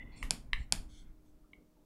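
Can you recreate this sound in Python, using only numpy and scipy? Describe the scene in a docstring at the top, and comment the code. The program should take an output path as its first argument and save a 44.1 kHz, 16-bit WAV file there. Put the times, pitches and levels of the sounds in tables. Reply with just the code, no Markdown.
"""Two wooden knitting needles work thick yarn close to a microphone, over a table in a small quiet room.
The tips snap together in sharp clicks; the shafts knock more dully, ringing at their bending modes.
Friction excites resonances as wood slides on wood and yarn is drawn along it; the fabric brushes softly.
The moving arms bump and rumble the table; a faint hum and hiss lie underneath."""
import sys
import numpy as np
from scipy import signal
from scipy.fft import rfft, irfft, next_fast_len
from scipy.io import wavfile
from scipy.ndimage import map_coordinates

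SR = 44100
rng = np.random.default_rng(int(sys.argv[2]) if len(sys.argv) > 2 else 0)


def materialize(psi):
    """Save the field psi as 16-bit PCM at rate SR to the path in sys.argv[1].

    A 1-D psi becomes a single channel; in a 2-D psi each row is a channel.
    """
    bounded = np.clip(np.atleast_2d(psi).T, -1, 1)
    quanta = np.round(bounded * 32767).astype(np.int16)
    wavfile.write(sys.argv[1], SR, quanta)


N = 81585
TIME_S = np.arange(N) / SR


def amp(db):
    """Decibels to gain."""
    return 10 ** (np.asarray(db) / 20)


def unit(x):
    """Scale to rms 1."""
    return x / np.sqrt(np.mean(x ** 2) + 1e-20)


def along(points, hz):
    """Interpolate (f/Hz, value) points on a log axis."""
    f, values = np.transpose(points)
    return np.interp(np.log(hz + 1), np.log(f + 1), values)


def filtered(x, gain):
    """Zero-phase filter with response gain(f)."""
    size = next_fast_len(N + SR // 2)
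    return irfft(rfft(x, size) * gain(np.fft.rfftfreq(size, 1 / SR)), size)[:N]


def causal(x, gain):
    """Minimum-phase filter: rings only after the blow."""
    size = 2 * next_fast_len(N)
    cepstrum = irfft(np.log(gain(np.fft.rfftfreq(size, 1 / SR)) + 1e-6), size)
    fold = 2. * (np.arange(size) < size // 2) - (np.arange(size) == 0)
    return irfft(rfft(x, size) * np.exp(rfft(cepstrum * fold)), size)[:N]


def noise(spectrum):
    """Coloured noise, rms 1."""
    return unit(filtered(rng.standard_normal(N), lambda f: amp(along(spectrum, f))))


def wobble(knots_per_s):
    """Smooth random curve."""
    knots = rng.standard_normal(int(N * knots_per_s / SR) + 4)
    return map_coordinates(knots, [TIME_S * knots_per_s])


def impulse(at_s):
    """Unit impulse."""
    return 1. * (np.arange(N) == round(at_s * SR))


def resonances(modes, f, pitch=1, damping=1, skirt_order=6):
    """Gain of damped modes, summed in power."""
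    return np.sqrt(sum(amp(2 * db) / (1 + np.abs(2 * (f - hz * pitch) / (width * damping)) ** skirt_order)
                       for hz, width, db in modes))


def tilt(db_per_oct, f):
    """Spectral slope, levelling off in the bass."""
    return amp(db_per_oct * np.log2((f + 500) / 5000))


def soft_contact(cutoff_hz, f):
    """Low-pass: a soft contact excites little above its cut-off."""
    return 1 / np.sqrt(1 + (f / cutoff_hz) ** 20)


# Hum partials: f/Hz, level/dB
HUM_PARTIALS = [(171, -79), (246, -80), (304.5, -72.5), (390, -83), (617, -85)]
# Noise floor: f/Hz, relative level/dB
HISS_SPECTRUM = [(30, 11.5), (300, 20.5), (600, 9.5), (1200, 3.5), (2000, -4.5), (4000, -4.5), (10000, -7),
                 (15500, -6)]


def background(hiss_db=-72.5):
    """Wavering hum, steady hiss."""
    hum = np.zeros(N)
    for hz, db in HUM_PARTIALS:
        peak = np.sqrt(2) * amp(db + 2 * wobble(2.3))
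        hum += peak * np.sin(2 * np.pi * hz * TIME_S + 2.4 * wobble(7.4))
    return hum + amp(hiss_db) * noise(HISS_SPECTRUM)


# Room decay: f/Hz, T60/s
ROOM_DECAY = [(200, .38), (600, .3), (2000, 0.2358), (5000, 0.25), (11000, 0.2346)]
# Reverb response: f/Hz, gain/dB
ROOM_RESPONSE = [(150, -9.5), (700, -12.5), (2000, -10.5), (3200, -11), (5000, -17.5), (8000, -16),
                 (11000, -16), (12500, -17.5)]


def reverb(x, build_s=0.0013):
    """Small room, wet only: reflections merge into a short noise tail."""
    hz, t, spectra = signal.stft(rng.standard_normal(SR // 2), SR, nperseg=256)
    decay = amp(-60 * t / along(ROOM_DECAY, hz)[:, None])
    tail = signal.istft(spectra * decay, SR, nperseg=256)[1]
    tail *= 1 - np.exp(-np.arange(len(tail)) / SR / build_s)
    wet = signal.fftconvolve(x, tail / np.linalg.norm(tail))[:N]
    return filtered(wet, lambda f: amp(along(ROOM_RESPONSE, f)))


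# Arm noise spectra: f/Hz, relative level/dB
RUMBLE_SPECTRUM = [(10, -0.5), (25, 4), (50, -2), (70, -10), (110, -14), (170, -16), (400, -42)]
RUSTLE_SPECTRUM = [(60, -22.5), (120, 4.5), (170, -3), (250, 6), (350, -10), (500, -11.5), (1000, -15.5),
                   (1700, -28), (3000, -47)]
# Arm noise envelopes: t/s, level before trim/dB
RUMBLE_ENVELOPE = [(0.0, -57), (0.112, -46.5), (0.21, -50.5), (0.246, -42.5), (0.272, -46), (0.514, -51.5),
                   (0.53, -46), (0.608, -39), (0.638, -49), (0.7, -50), (0.766, -44.5), (0.994, -55.5),
                   (1.106, -50), (1.148, -59), (1.4, -62), (1.85, -73)]
RUSTLE_ENVELOPE = [(0, -52.5), (.1, -54.5), (.17, -56.5), (.33, -48), (.42, -57), (.52, -61), (.6, -59.5),
                   (.67, -63), (.8, -52), (.95, -67.5), (1.03, -65), (1.2, -75.5), (1.5, -79), (1.55, -68),
                   (1.6, -67), (1.68, -74), (1.85, -68.5)]
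# Arms bumping the table: t/s, level/dB, f/Hz, time to peak/s
ARM_BUMPS = [(.228, -37, 44, .02), (0.311, -74.5, 29.58, 0.015), (0.527, -30.5, 27.83, 0.0178),
             (0.584, -31, 51.39, 0.015), (0.767, -38.5, 27.5, 0.01935)]


def arms(rumble_trim_db=1, rustle_trim_db=-3, cutoff_hz=2520):
    """Arms moving on the table: rumble, rustle, soft low bumps."""
    rumble_db = np.interp(TIME_S, *np.transpose(RUMBLE_ENVELOPE)) + rumble_trim_db
    rustle_db = np.interp(TIME_S, *np.transpose(RUSTLE_ENVELOPE)) + rustle_trim_db
    movement = amp(rumble_db) * noise(RUMBLE_SPECTRUM) + amp(rustle_db) * noise(RUSTLE_SPECTRUM)
    out = filtered(movement, lambda f: soft_contact(cutoff_hz, f))
    for start_s, db, hz, peak_s in ARM_BUMPS:
        age_s = np.maximum(TIME_S - start_s, 0)
        envelope = age_s / peak_s * np.exp((1 - (age_s / peak_s) ** 2) / 2)
        out += amp(db) * envelope * np.sin(2 * np.pi * hz * age_s)
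    return out


RISE_SHARE, FALL_SHARE = .35, .55
FIBRES_PER_S, FIBRE_DB = 2500, -2.5
FLUTTER_PER_S, FLUTTER_DB = 35, 2.5


def friction(start_s, length_s, modes, colour=lambda f: 1):
    """One stroke: noise and catching fibres drive modes that flutter as the contact point moves."""
    progress = (TIME_S - start_s) / length_s
    ramp = np.minimum(progress / RISE_SHARE, (1 - progress) / FALL_SHARE)
    swell = np.sin(np.pi / 2 * np.clip(ramp, 0, 1))
    fibres = unit(rng.standard_normal(N) * (rng.random(N) < FIBRES_PER_S / SR))
    grain = rng.standard_normal(N) + amp(FIBRE_DB) * fibres
    ring = np.zeros(N)
    for group in range(min(3, len(modes))):
        flutter = amp(FLUTTER_DB * wobble(FLUTTER_PER_S))
        ring += flutter * filtered(grain, lambda f: resonances(modes[group::3], f) * colour(f))
    return swell * unit(ring)


def shaped_strokes(strokes, modes):
    """Friction strokes, each with its own tilt and cut-off."""
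    out = np.zeros(N)
    for start_s, length_s, db, db_per_oct, cutoff_hz in strokes:
        colour = lambda f: tilt(db_per_oct, f) * soft_contact(cutoff_hz, f)
        out += amp(db) * friction(start_s, length_s, modes, colour)
    return out


# Fabric strokes: t/s, length/s, level/dB, f/Hz
FABRIC_BRUSHES = [(1.434, 0.041, -77, 1298), (1.565, .08, -65, 416), (1.753, .09, -77, 866.4)]


def fabric_brushes(width_hz=270):
    """Knitted fabric brushes softly, one noise band per stroke."""
    return sum(amp(db) * friction(start_s, length_s, [(hz, width_hz, 0)])
               for start_s, length_s, db, hz in FABRIC_BRUSHES)


# Yarn strokes: t/s, length/s, level/dB, tilt/(dB/oct), cut-off/Hz
YARN_SLIDES = [(.885, 0.1718, -60.5, 1, 11650), (.98, 0.141, -77.5, -16, 5000), (1.24, 0.086, -79, 8, 9100)]
# Yarn-on-wood modes: f/Hz, width/Hz, level/dB
YARN_RESONANCES = [(1492, 242, -9), (2176.7, 232, -4.5), (3377.7, 520, 1), (4320, 440, -6.5),
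                   (5230, 536, -10), (6286, 910, -5.5), (7822, 450, -8.5), (8830, 500, -11),
                   (9660, 340, -13), (10355, 335, -11)]


def yarn_slides():
    """Yarn hisses as it is drawn along a needle."""
    return shaped_strokes(YARN_SLIDES, YARN_RESONANCES)


# Tip strokes: t/s, length/s, level/dB, tilt/(dB/oct), cut-off/Hz
TIP_SCRAPES = [(.115, 0.078, -61, 0.5, 4680), (.158, 0.0822, -55, 1, 12100), (.565, .09, -61.5, -3, 11000)]
# Tip-on-shaft modes: f/Hz, width/Hz, level/dB
SCRAPE_RESONANCES = [(950, 300, -7.5), (2400, 700, -1.5), (3450, 250, -6.5), (4300, 500, -4),
                     (5450, 450, -9.5), (6550, 200, -10.5), (7390, 450, -2.5), (8380, 260, 0),
                     (9400, 560, -9), (10850, 300, -12)]


def tip_scrapes():
    """A tip scrapes along the other needle."""
    return shaped_strokes(TIP_SCRAPES, SCRAPE_RESONANCES)


# Shaft strokes: t/s, length/s, level/dB
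SHAFT_RUBS = [(-.012, 0.057, -48), (0.019, .16, -58.5)]
# Shaft-on-shaft modes: f/Hz, width/Hz, level/dB
RUB_RESONANCES = [(1034, 110, -33), (2021, 155.3, -0.5), (2748, 470, -23), (3486, 205, -26.5)]


def shaft_rubs():
    """Wood rubbing on wood sings at the bending mode."""
    return sum(amp(db) * friction(start_s, length_s, RUB_RESONANCES)
               for start_s, length_s, db in SHAFT_RUBS)


# Shaft impacts: t/s, level/dB, pitch ratio, damping ratio, side modes/dB, cut-off/Hz,
# tip share/dB, rebound ratio, body reverb send/dB, impulse reverb send/dB
SHAFT_KNOCKS = [(0.2277, -7, 1.022, 0.76, 2, 2730, -22.5, 0.26, 3.5, 5),
                (0.5322, 0.5, 1.0047, 1.336, -1.5, 11900, -56.5, 0.55, 2.5, -14.5),
                (1.5329, -18, 1.0698, 0.472, -11, 3504, -60.5, 0.543, 0.5, -60)]
# Shaft modes, main bending mode first: f/Hz, width/Hz, level/dB
SHAFT_RESONANCES = [(2055.3, 520, 11.5), (1130, 410, 0), (2871, 710, 6.5), (3709, 750, 4.5),
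                    (5130, 1000, -8.5), (7753, 620, -18.5), (10553, 490, -16)]


def shaft_knocks(rebound_s=.00102):
    """Shafts meet and rebound once; the grip damps them. Their treble goes mostly into the room."""
    out = np.zeros(N)
    for at_s, db, pitch, damping, side_db, cutoff_hz, tip_db, rebound, room_db, send_db in SHAFT_KNOCKS:
        def shaft(f):
            bending = resonances(SHAFT_RESONANCES[:1], f, pitch, damping)
            side = amp(side_db) * resonances(SHAFT_RESONANCES[1:], f, pitch)
            return soft_contact(cutoff_hz, f) * np.hypot(bending, side)

        hit = impulse(at_s)
        body = causal(hit + rebound * impulse(at_s + rebound_s), shaft)
        tip = amp(tip_db) * causal(hit, lambda f: resonances(TIP_RESONANCES, f))
        room = reverb(amp(room_db) * body + amp(send_db) * hit)
        out += amp(db) * (body + tip + room)
    return out


# Tip impacts: t/s, level/dB, pitch ratio, tilt/(dB/oct), table share/dB
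TIP_CLICKS = [(0.3081, 1.5, 1.0062, 0.48, -4), (.7239, 4, 1.0134, 0.28, -2.5)]
# Needle tip and table top modes: f/Hz, width/Hz, level/dB
TIP_RESONANCES = [(803.5, 350, 2.5), (1526.6, 240, -0.5), (2410.6, 410, 4), (3286, 620, 4),
                  (4872, 1365, 9.5), (6998, 1080, 7.5), (8898, 1900, 5.5), (10219, 1200, 4)]
TABLE_RESONANCES = [(128.33, 32, 6), (171.96, 27, 10.5), (227.6, 35, 8)]


def tip_clicks(indirect_db=-1):
    """One tip slips off the other and snaps against it, shaking the table through the hands."""
    out = np.zeros(N)
    for at_s, db, pitch, db_per_oct, table_db in TIP_CLICKS:
        hit = impulse(at_s)
        snap = causal(hit, lambda f: resonances(TIP_RESONANCES, f, pitch) * tilt(db_per_oct, f))
        table = amp(table_db) * causal(hit, lambda f: resonances(TABLE_RESONANCES, f))
        room = reverb(snap + table)
        indirect = amp(indirect_db) * reverb(hit)  # arrives only via the room
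        out += amp(db) * (snap + table + room + indirect)
    return out


# Microphone response: f/Hz, gain/dB
MIC_RESPONSE = [(20, 0.5), (11100, -4.5), (12500, -2.5), (13300, -27), (16000, -35)]


def microphone(x):
    """Top treble rolls off."""
    return causal(x, lambda f: amp(along(MIC_RESPONSE, f)))


def scene():
    """Needles, yarn and arms at the microphone, over the background; mono."""
    impacts = tip_clicks() + shaft_knocks()
    sliding = shaft_rubs() + tip_scrapes() + yarn_slides() + fabric_brushes()
    knitting = impacts + sliding + reverb(sliding) + arms()
    return (microphone(knitting) + background())[None]


BAND_LIMIT_HZ = 15800


def record(dry):
    """Brick-wall low-pass."""
    return np.array([filtered(x, lambda f: f < BAND_LIMIT_HZ) for x in dry])


dry = scene()
out = record(dry)
materialize(out)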